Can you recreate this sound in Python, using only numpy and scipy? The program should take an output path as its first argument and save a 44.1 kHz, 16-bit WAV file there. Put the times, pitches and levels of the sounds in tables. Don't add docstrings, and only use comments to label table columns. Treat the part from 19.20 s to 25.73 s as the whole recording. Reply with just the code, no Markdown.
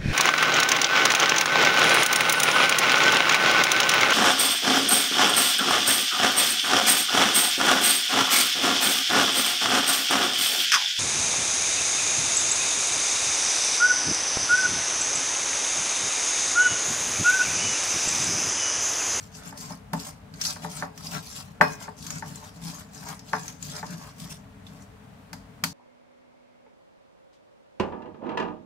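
import sys
import numpy as np
from scipy import signal
from scipy.fft import rfft, irfft, next_fast_len
from scipy.io import wavfile
from scipy.ndimage import uniform_filter1d, map_coordinates

SR = 44100
rng = np.random.default_rng(int(sys.argv[2]) if len(sys.argv) > 2 else 0)


def waveform_to_disk(signal):
    frames = np.transpose(np.atleast_2d(signal))
    scaled = np.clip(frames, -1, 1) * 32767
    samples = np.round(scaled).astype(np.int16)
    wavfile.write(sys.argv[1], SR, samples)


N = 287973
TIME = np.arange(N) / SR
AGE = np.arange(SR // 2) / SR

# start_s, length_s, grit_db, rasp_db, rumble_db
PUSHES = [(-0.001, 0.024, -48.0, -55, -54.5), (0.153, 0.039, -49, -52, -52.0),
          (0.253, 0.018, -45.5, -42, -46.5), (0.381, 0.14, -46, -47.5, -49),
          (0.777, 0.11, -44, -47.5, -49.5), (1.14, 0.0096, -64, -59, -46),
          (1.229, 0.078, -34.5, -43.5, -50), (1.433, 0.0086, -40.5, -44.5, -40),
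          (1.52, 0.093, -43, -45.5, -47.5), (1.79, 0.011, -48.5, -52, -51.0),
          (1.851, 0.013, -40, -50.0, -44.5), (1.931, 0.029, -38, -38.5, -39.5),
          (2.061, 0.067, -45, -55, -63), (2.162, 0.027, -39.0, -48.5, -49.5),
          (2.26, 0.026, -55, -62, -51.5), (2.478, 0.042, -46, -45.5, -40.5), (2.611, 0.033, -46, -44, -57),
          (2.794, 0.09, -47.0, -61, -46.5), (2.912, 0.061, -43.5, -43.5, -43.5),
          (3.066, 0.057, -47.5, -51.5, -45), (3.163, 0.11, -52.5, -53.5, -59), (3.364, 0.01, -53, -59, -47),
          (3.439, 0.059, -43, -51, -42.5), (3.517, 0.091, -47, -52, -53.5), (3.749, 0.08, -48, -51.5, -48),
          (3.881, 0.029, -41, -40, -47.5), (4.083, 0.014, -50.5, -61, -65),
          (4.15, 0.15, -46.0, -49.5, -47.5), (4.446, 0.053, -41.0, -52.5, -42.5),
          (4.548, 0.033, -42.5, -41.5, -61), (4.668, 0.066, -47, -49.5, -37.5),
          (4.78, 0.11, -50, -51.5, -54), (5, 0.05, -45.5, -56, -43.5), (5.098, 0.027, -47, -52.5, -50.0),
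          (5.474, 0.15, -60, -62, -54)]
# start_s, level_db, hardness_db, table_thud_db
BLOWS = [(0.325, -34, -15, -42), (0.505, -32.5, -29, -35), (0.734, -19.5, -20, -24.5),
         (1.361, -34.5, -12, -45), (1.446, -24.5, -21, -32), (1.624, -19, -11.5, -35.5),
         (2.411, -1.5, -4, -23), (2.68, -30, -18, -43), (3.024, -26.5, -10, -42), (3.23, -42.5, -26, -55),
         (4.133, -14, -5, -34), (4.629, -26.5, -13.5, -51), (6.13, -33.5, -6, -38), (6.437, -23, -8, -30)]
# pitch_hz, level_db, t60_s
RING_MODES = [(432, -3, 0.17), (605, 1.5, 0.11), (751, -12, 0.22), (793, -9.5, 0.1), (890, -13.5, 0.3),
              (950, -19.5, 0.38), (1061, -13, 0.25), (1130, -9.5, 0.22), (1383, -9, .17),
              (1483, -23.5, 0.13), (1621, -9.5, 0.31), (1640, -16, 0.26), (1766, -11, 0.11),
              (1910, -28, 0.28), (2305, -37, 0.27), (2490, -23, 0.45), (4270, -17.5, 0.14),
              (5300, -21, 0.38)]


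def amp(db):
    return 10 ** (np.asarray(db) / 20)


def unit(x):
    return x / np.sqrt(np.mean(x ** 2) + 1e-20)


def crest(x):
    return x / np.sqrt(uniform_filter1d(np.mean(x ** 2, axis=0), size=176).max())


def along(points, hz):
    knots_hz, values = np.transpose(points)
    return np.interp(np.log(hz + 1), np.log(knots_hz), values)


def wobble(rate):
    return map_coordinates(rng.standard_normal(int(N * rate / SR) + 4), [TIME * rate])


def add(track, start_s, sound):
    part = track[:, max(round(start_s * SR), 0):][:, :sound.shape[-1]]
    part += sound[..., :part.shape[1]]


def filtered(x, response):
    n = x.shape[-1]
    size = next_fast_len(n + 8192)
    return irfft(rfft(x, size) * response(np.fft.rfftfreq(size, 1 / SR)), size)[..., :n]


def struck(x, level_db, size=2048):
    cepstrum = irfft(np.log(amp(level_db(np.fft.rfftfreq(size, 1 / SR)))))
    cepstrum[1:size // 2] *= 2
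    cepstrum[size // 2 + 1:] = 0
    impulse = irfft(np.exp(rfft(cepstrum)))
    return signal.fftconvolve(x, impulse[None], axes=1)[:, :x.shape[1]]


def spread(pair, colour):
    # frequency_hz, correlation
    likeness = [(130, 1), (290, 0.65), (640, 0.07), (1400, 0), (15000, 0.074)]
    turn = lambda hz: np.arccos(np.clip(along(likeness, hz), -1, 1)) / 2
    mid, side = filtered(pair, lambda hz: amp(along(colour, hz)) * [np.cos(turn(hz)), np.sin(turn(hz))])
    return unit(np.array([mid + side, mid - side]))


def ringing(modes, scatter_db, blur=0):
    hz, db, t60 = np.transpose(modes)[:, :, None]
    drift = np.repeat(rng.standard_normal((len(hz), 90)), len(AGE) // 90, axis=1)
    phase = 2 * np.pi * hz * np.cumsum(1 + blur * drift, axis=1) / SR
    start_db = db + scatter_db * rng.standard_normal(db.shape)
    return np.sum(amp(start_db - 60 * AGE / t60) * np.sin(phase), axis=0)


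def echoes(near_db, near_t60, room_db):
    # frequency_hz, t60_s
    kitchen = [(200, 0.52), (1000, 0.12), (2000, 0.15), (6000, 0.34), (15000, 0.17)]
    hz, t, spectrum = signal.stft(rng.standard_normal((2, len(AGE))), SR, nperseg=256)
    decay = amp(-60 * t / along(kitchen, hz)[:, None])
    tail = signal.istft(spectrum * decay, SR, nperseg=256)[1][:, :len(AGE)]
    tail *= 1 - np.exp(-AGE / 0.0014)
    near = rng.standard_normal(tail.shape) * amp(-60 * AGE / near_t60)
    return (amp(near_db) * unit(near) + amp(room_db) * unit(tail)) / np.sqrt(len(AGE))


def pressure(level_db, attack_s, release_s, swell_db):
    start, length = np.transpose(PUSHES)[:2, :, None]
    clock = TIME[::64]
    age = clock - start
    outside = np.maximum(-age, 0) / attack_s + np.maximum(age - length, 0) / release_s
    db = level_db[:, None] + swell_db * (np.clip(age / length, 0, 1) - .5) - 20 * outside
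    return np.interp(TIME, clock, np.linalg.norm(amp(db), axis=0))


def grains(per_s, size_db, clump_db):
    sizes = amp(size_db * np.minimum(rng.exponential(size=N), 4)) * rng.choice([-1, 1], N)
    cracks = (rng.random(N) < per_s / SR) * sizes * amp(clump_db * wobble(110))
    out = np.zeros((2, N))
    block = SR // 12
    for start in range(0, N, block):
        path = echoes(near_db=3, near_t60=.02, room_db=0)[:, :SR // 5]
        path[0, 0] += 1
        path[1, rng.integers(14)] += 1
        add(out, start / SR, signal.fftconvolve(cracks[None, start:start + block], path, axes=1))
    return out


def patchy(x, depth_db):
    spectrum = signal.stft(x, nperseg=256)[2]
    field = rng.standard_normal(spectrum.shape[1:])
    for _ in range(2):
        field = uniform_filter1d(uniform_filter1d(field, size=7, axis=0), size=11, axis=1)
    return signal.istft(spectrum * amp(depth_db * unit(field)), nperseg=256)[1][:, :N]


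def grit():
    # frequency_hz, level_db
    colour = [(1180, -37), (2000, -20.5), (2400, -9), (3140, -7), (4150, -7), (4860, -3.5), (5490, -5),
              (6640, -5.5), (8930, -10.5), (14900, -16), (16000, -21)]
    fine = unit(patchy(grains(per_s=2200, size_db=4.5, clump_db=2.5), depth_db=2.3))
    seeds = unit(grains(per_s=70, size_db=3, clump_db=1))
    return amp(0.22) * spread(fine + 0.34 * seeds, colour)


def juice(per_s, pitch_hz, cycles, size_db):
    when, pitch, luck, pan = rng.random((int(per_s * N / SR), 4)).T[:, :, None]
    hz = pitch_hz * 2 ** (pitch - .5)
    size = amp(-size_db * np.log(luck + .02))
    t = AGE[:SR // 50]
    pops = size * np.exp(-t * hz / cycles) * np.sin(2 * np.pi * hz * t)
    places = ((when * N).astype(int) + np.arange(len(t))).ravel()
    direct = np.array([np.bincount(places, (pops * share).ravel(), N)[:N] for share in (pan, 1 - pan)])
    room = signal.fftconvolve(direct, echoes(near_db=0, near_t60=.02, room_db=-2), axes=1)[:, :N]
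    return amp(-7) * unit(direct + room)


def stone_rasp():
    # frequency_hz, level_db
    colour = [(200, -50), (340, -74), (430, 1), (510, -9.5), (610, 4), (900, 10), (1250, 8), (1700, 6),
              (2300, 2), (3200, -17), (6000, -48)]
    slips = spread(grains(per_s=1200, size_db=4.0, clump_db=1.5), colour)
    ring = signal.fftconvolve(slips, ringing(RING_MODES, scatter_db=0)[None], axes=1)[:, :N]
    return amp(-0.37) * slips + amp(-6) * unit(ring)


def table_rumble():
    # frequency_hz, level_db
    colour = [(20, -58), (60, -41.5), (110, -23), (145, 0.5), (168, 5), (205, -9.5), (275, -8), (340, -24),
              (600, -60.5)]
    return amp(2.03) * spread(rng.standard_normal((2, N)), colour)


def room_tone():
    # frequency_hz, level_db
    colour = [(20, -31), (38, -8), (55, -2.5), (120, -2), (165, -2.5), (280, -6.5), (350, -36.5),
              (430, -6.5), (510, -19.5), (600, -12), (1000, -16), (2000, -22.5), (5000, -33.5),
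              (15000, -43)]
    # pitch_hz, level_db
    tones = [(98, -59), (199, -59.5), (274, -68)]
    air = amp(-49) * spread(rng.standard_normal((2, N)), colour)
    hum = np.zeros(N)
    for hz, db in tones:
        level = np.sqrt(2) * amp(db + 2.8 * wobble(6))
        hum += level * np.sin(2 * np.pi * hz * TIME + 0.97 * wobble(4.9))
    return air + hum


def stone_clacks():
    # pitch_hz, level_db, t60_s
    modes = [(430, -10, .06), (605, -13, .05), (885, -7, .035), (1150, -7, .02), (1560, 1, .02),
             (1740, -4, .035), (1950, -12, .02)]
    # frequency_hz, level_db
    clatter = [(60, -57.5), (200, -27), (340, -32), (430, 7.5), (510, -12.5), (600, -3.5), (680, -7),
               (850, -2), (1250, -4), (1650, -4), (1900, -3.5), (2200, -14.5), (3000, -28), (6000, -39)]
    # delay_s, level_db
    walls = [(.008, -5.5), (.034, -18.5)]
    clatter_db = lambda hz: along(clatter, hz)
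    paste = [(800, 19), (1400, -32.5), (3000, -48)]  # frequency_hz, gain_db
    out = np.zeros((2, N))
    for start_s, db, hardness_db, _ in BLOWS:
        left, right = ringing(modes, scatter_db=2), ringing(modes, scatter_db=2)
        direct = unit(np.array([left, .85 * np.pad(right, (5, 0))[:len(AGE)]]))
        direct *= 1 - np.exp(-AGE / .0004)
        room = unit(struck(echoes(near_db=-4, near_t60=.05, room_db=0), clatter_db))
        ring = np.array([ringing(RING_MODES, scatter_db=2, blur=.013) for _ in range(2)])
        ring *= 1 - np.exp(-AGE / .008)
        blow = unit(direct) + .55 * room + amp(-4 + .3 * db) * unit(ring)
        for delay_s, wall_db in walls:
            bounce = struck(echoes(near_db=-8.5, near_t60=0.017, room_db=0), clatter_db)
            add(blow, delay_s, amp(wall_db) * unit(bounce))
        contact = [(40, -1.5), (350, -20), (450, -6.5), (950, 4.5), (1600, 0.85 * hardness_db + 4.0)]
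        blow = crest(struck(blow, lambda hz: along(contact, hz)))
        touch = crest(struck(blow, lambda hz: along(paste, hz)))
        add(out, start_s - .0059, amp(db - 22) * touch)
        add(out, start_s + 0.00035, amp(db - 4.0) * blow)
    return out


def table_thuds():
    # pitch_hz, level_db, t60_s
    modes = [(59.5, -22.5, 0.13), (100, -11.5, 0.064), (145.4, -16.5, 0.22), (169.5, 0, 0.16),
             (185.2, -1, 0.12), (227.5, -7, 0.14), (270.8, -10, 0.209), (423, -27, 0.13)]
    out = np.zeros((2, N))
    for start_s, _, _, db in BLOWS:
        boom = ringing(modes, scatter_db=1.0) * (1 - np.exp(-AGE / 0.021))
        add(out, start_s - .004, amp(db - 1.5) * crest(boom[None]))
    return out


def snaps():
    # start_s, level_db, pitch_hz, breadth_db
    bursts = [(0.7328, -21, 4900, 5), (0.7941, -31, 4700, -14), (1.1396, -33, 4500, -9),
              (1.214, -12.5, 5530, -10), (1.24, -26, 4400, -15), (1.2515, -12.5, 4780, -14.5),
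              (1.267, -16, 5600, -15), (1.7767, -28.5, 5630, 0), (1.8694, -21.5, 4960, -25),
              (2.4124, -18.5, 4430, -5), (2.866, -23, 6330, -2), (2.9051, -17.5, 6750, -3),
              (3.1574, -28, 7460, -4), (3.7476, -34, 6500, -8), (3.993, -32.5, 5200, -7),
              (4.1312, -26, 5100, -4), (4.1636, -34, 6150, -6), (4.2321, -32, 6700, -5),
              (4.2804, -20.5, 6200, -4), (4.4263, -22, 7000, -5.5), (5.4668, -33.5, 3550, -15),
              (6.131, -24.5, 4700, 0), (6.4385, -7, 4480, 1.5)]
    # frequency_hz, level_db
    colour = [(400, -36), (1200, -1), (2800, -5), (4500, -3), (6500, 2), (9000, -2.5), (13000, 0),
              (16000, -8)]
    out = np.zeros((2, N))
    for start_s, db, pitch_hz, breadth_db in bursts:
        crack = echoes(near_db=9, near_t60=0.042, room_db=2)
        crack[0, 0] += 1
        crack[1, 6] += 1
        skirts = [(pitch_hz / 2, breadth_db + 4.5), (pitch_hz, 0), (2 * pitch_hz, breadth_db - 5.0)]
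        peak_db = lambda hz: 10 / (1 + ((hz / pitch_hz - 1) / .08) ** 2)
        crack = struck(crack, lambda hz: along(colour, hz) + along(skirts, hz) + peak_db(hz))
        add(out, start_s, amp(db - 9.5) * crest(crack))
    return out


def scene():
    # frequency_hz, left_minus_right_db
    balance = [(200, 3), (600, 3.5), (1200, .5), (2400, 2), (4400, -1.5), (8100, 8), (15000, 2.5)]
    grit_db, rasp_db, rumble_db = np.transpose(PUSHES)[2:]
    crunch = grit() + juice(per_s=150, pitch_hz=5700, cycles=10, size_db=5)
    crunch *= pressure(grit_db, attack_s=0.052, release_s=0.081, swell_db=1.1)
    rasp = stone_rasp() * pressure(rasp_db, attack_s=0.098, release_s=0.079, swell_db=3.9)
    rumble = table_rumble() * pressure(rumble_db, attack_s=.07, release_s=0.11, swell_db=3.5)
    mix = crunch + rasp + rumble + stone_clacks() + table_thuds() + snaps() + room_tone()
    return filtered(mix, lambda hz: amp(np.outer([.5, -.5], along(balance, hz))))


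def record(dry):
    low_hz, top_hz = 32, 15750
    band = lambda hz: hz ** 4 / (hz ** 4 + low_hz ** 4) / (1 + (hz / top_hz) ** 120)
    return filtered(np.clip(dry, -1, 1), band)


dry = scene()
out = record(dry)
waveform_to_disk(out)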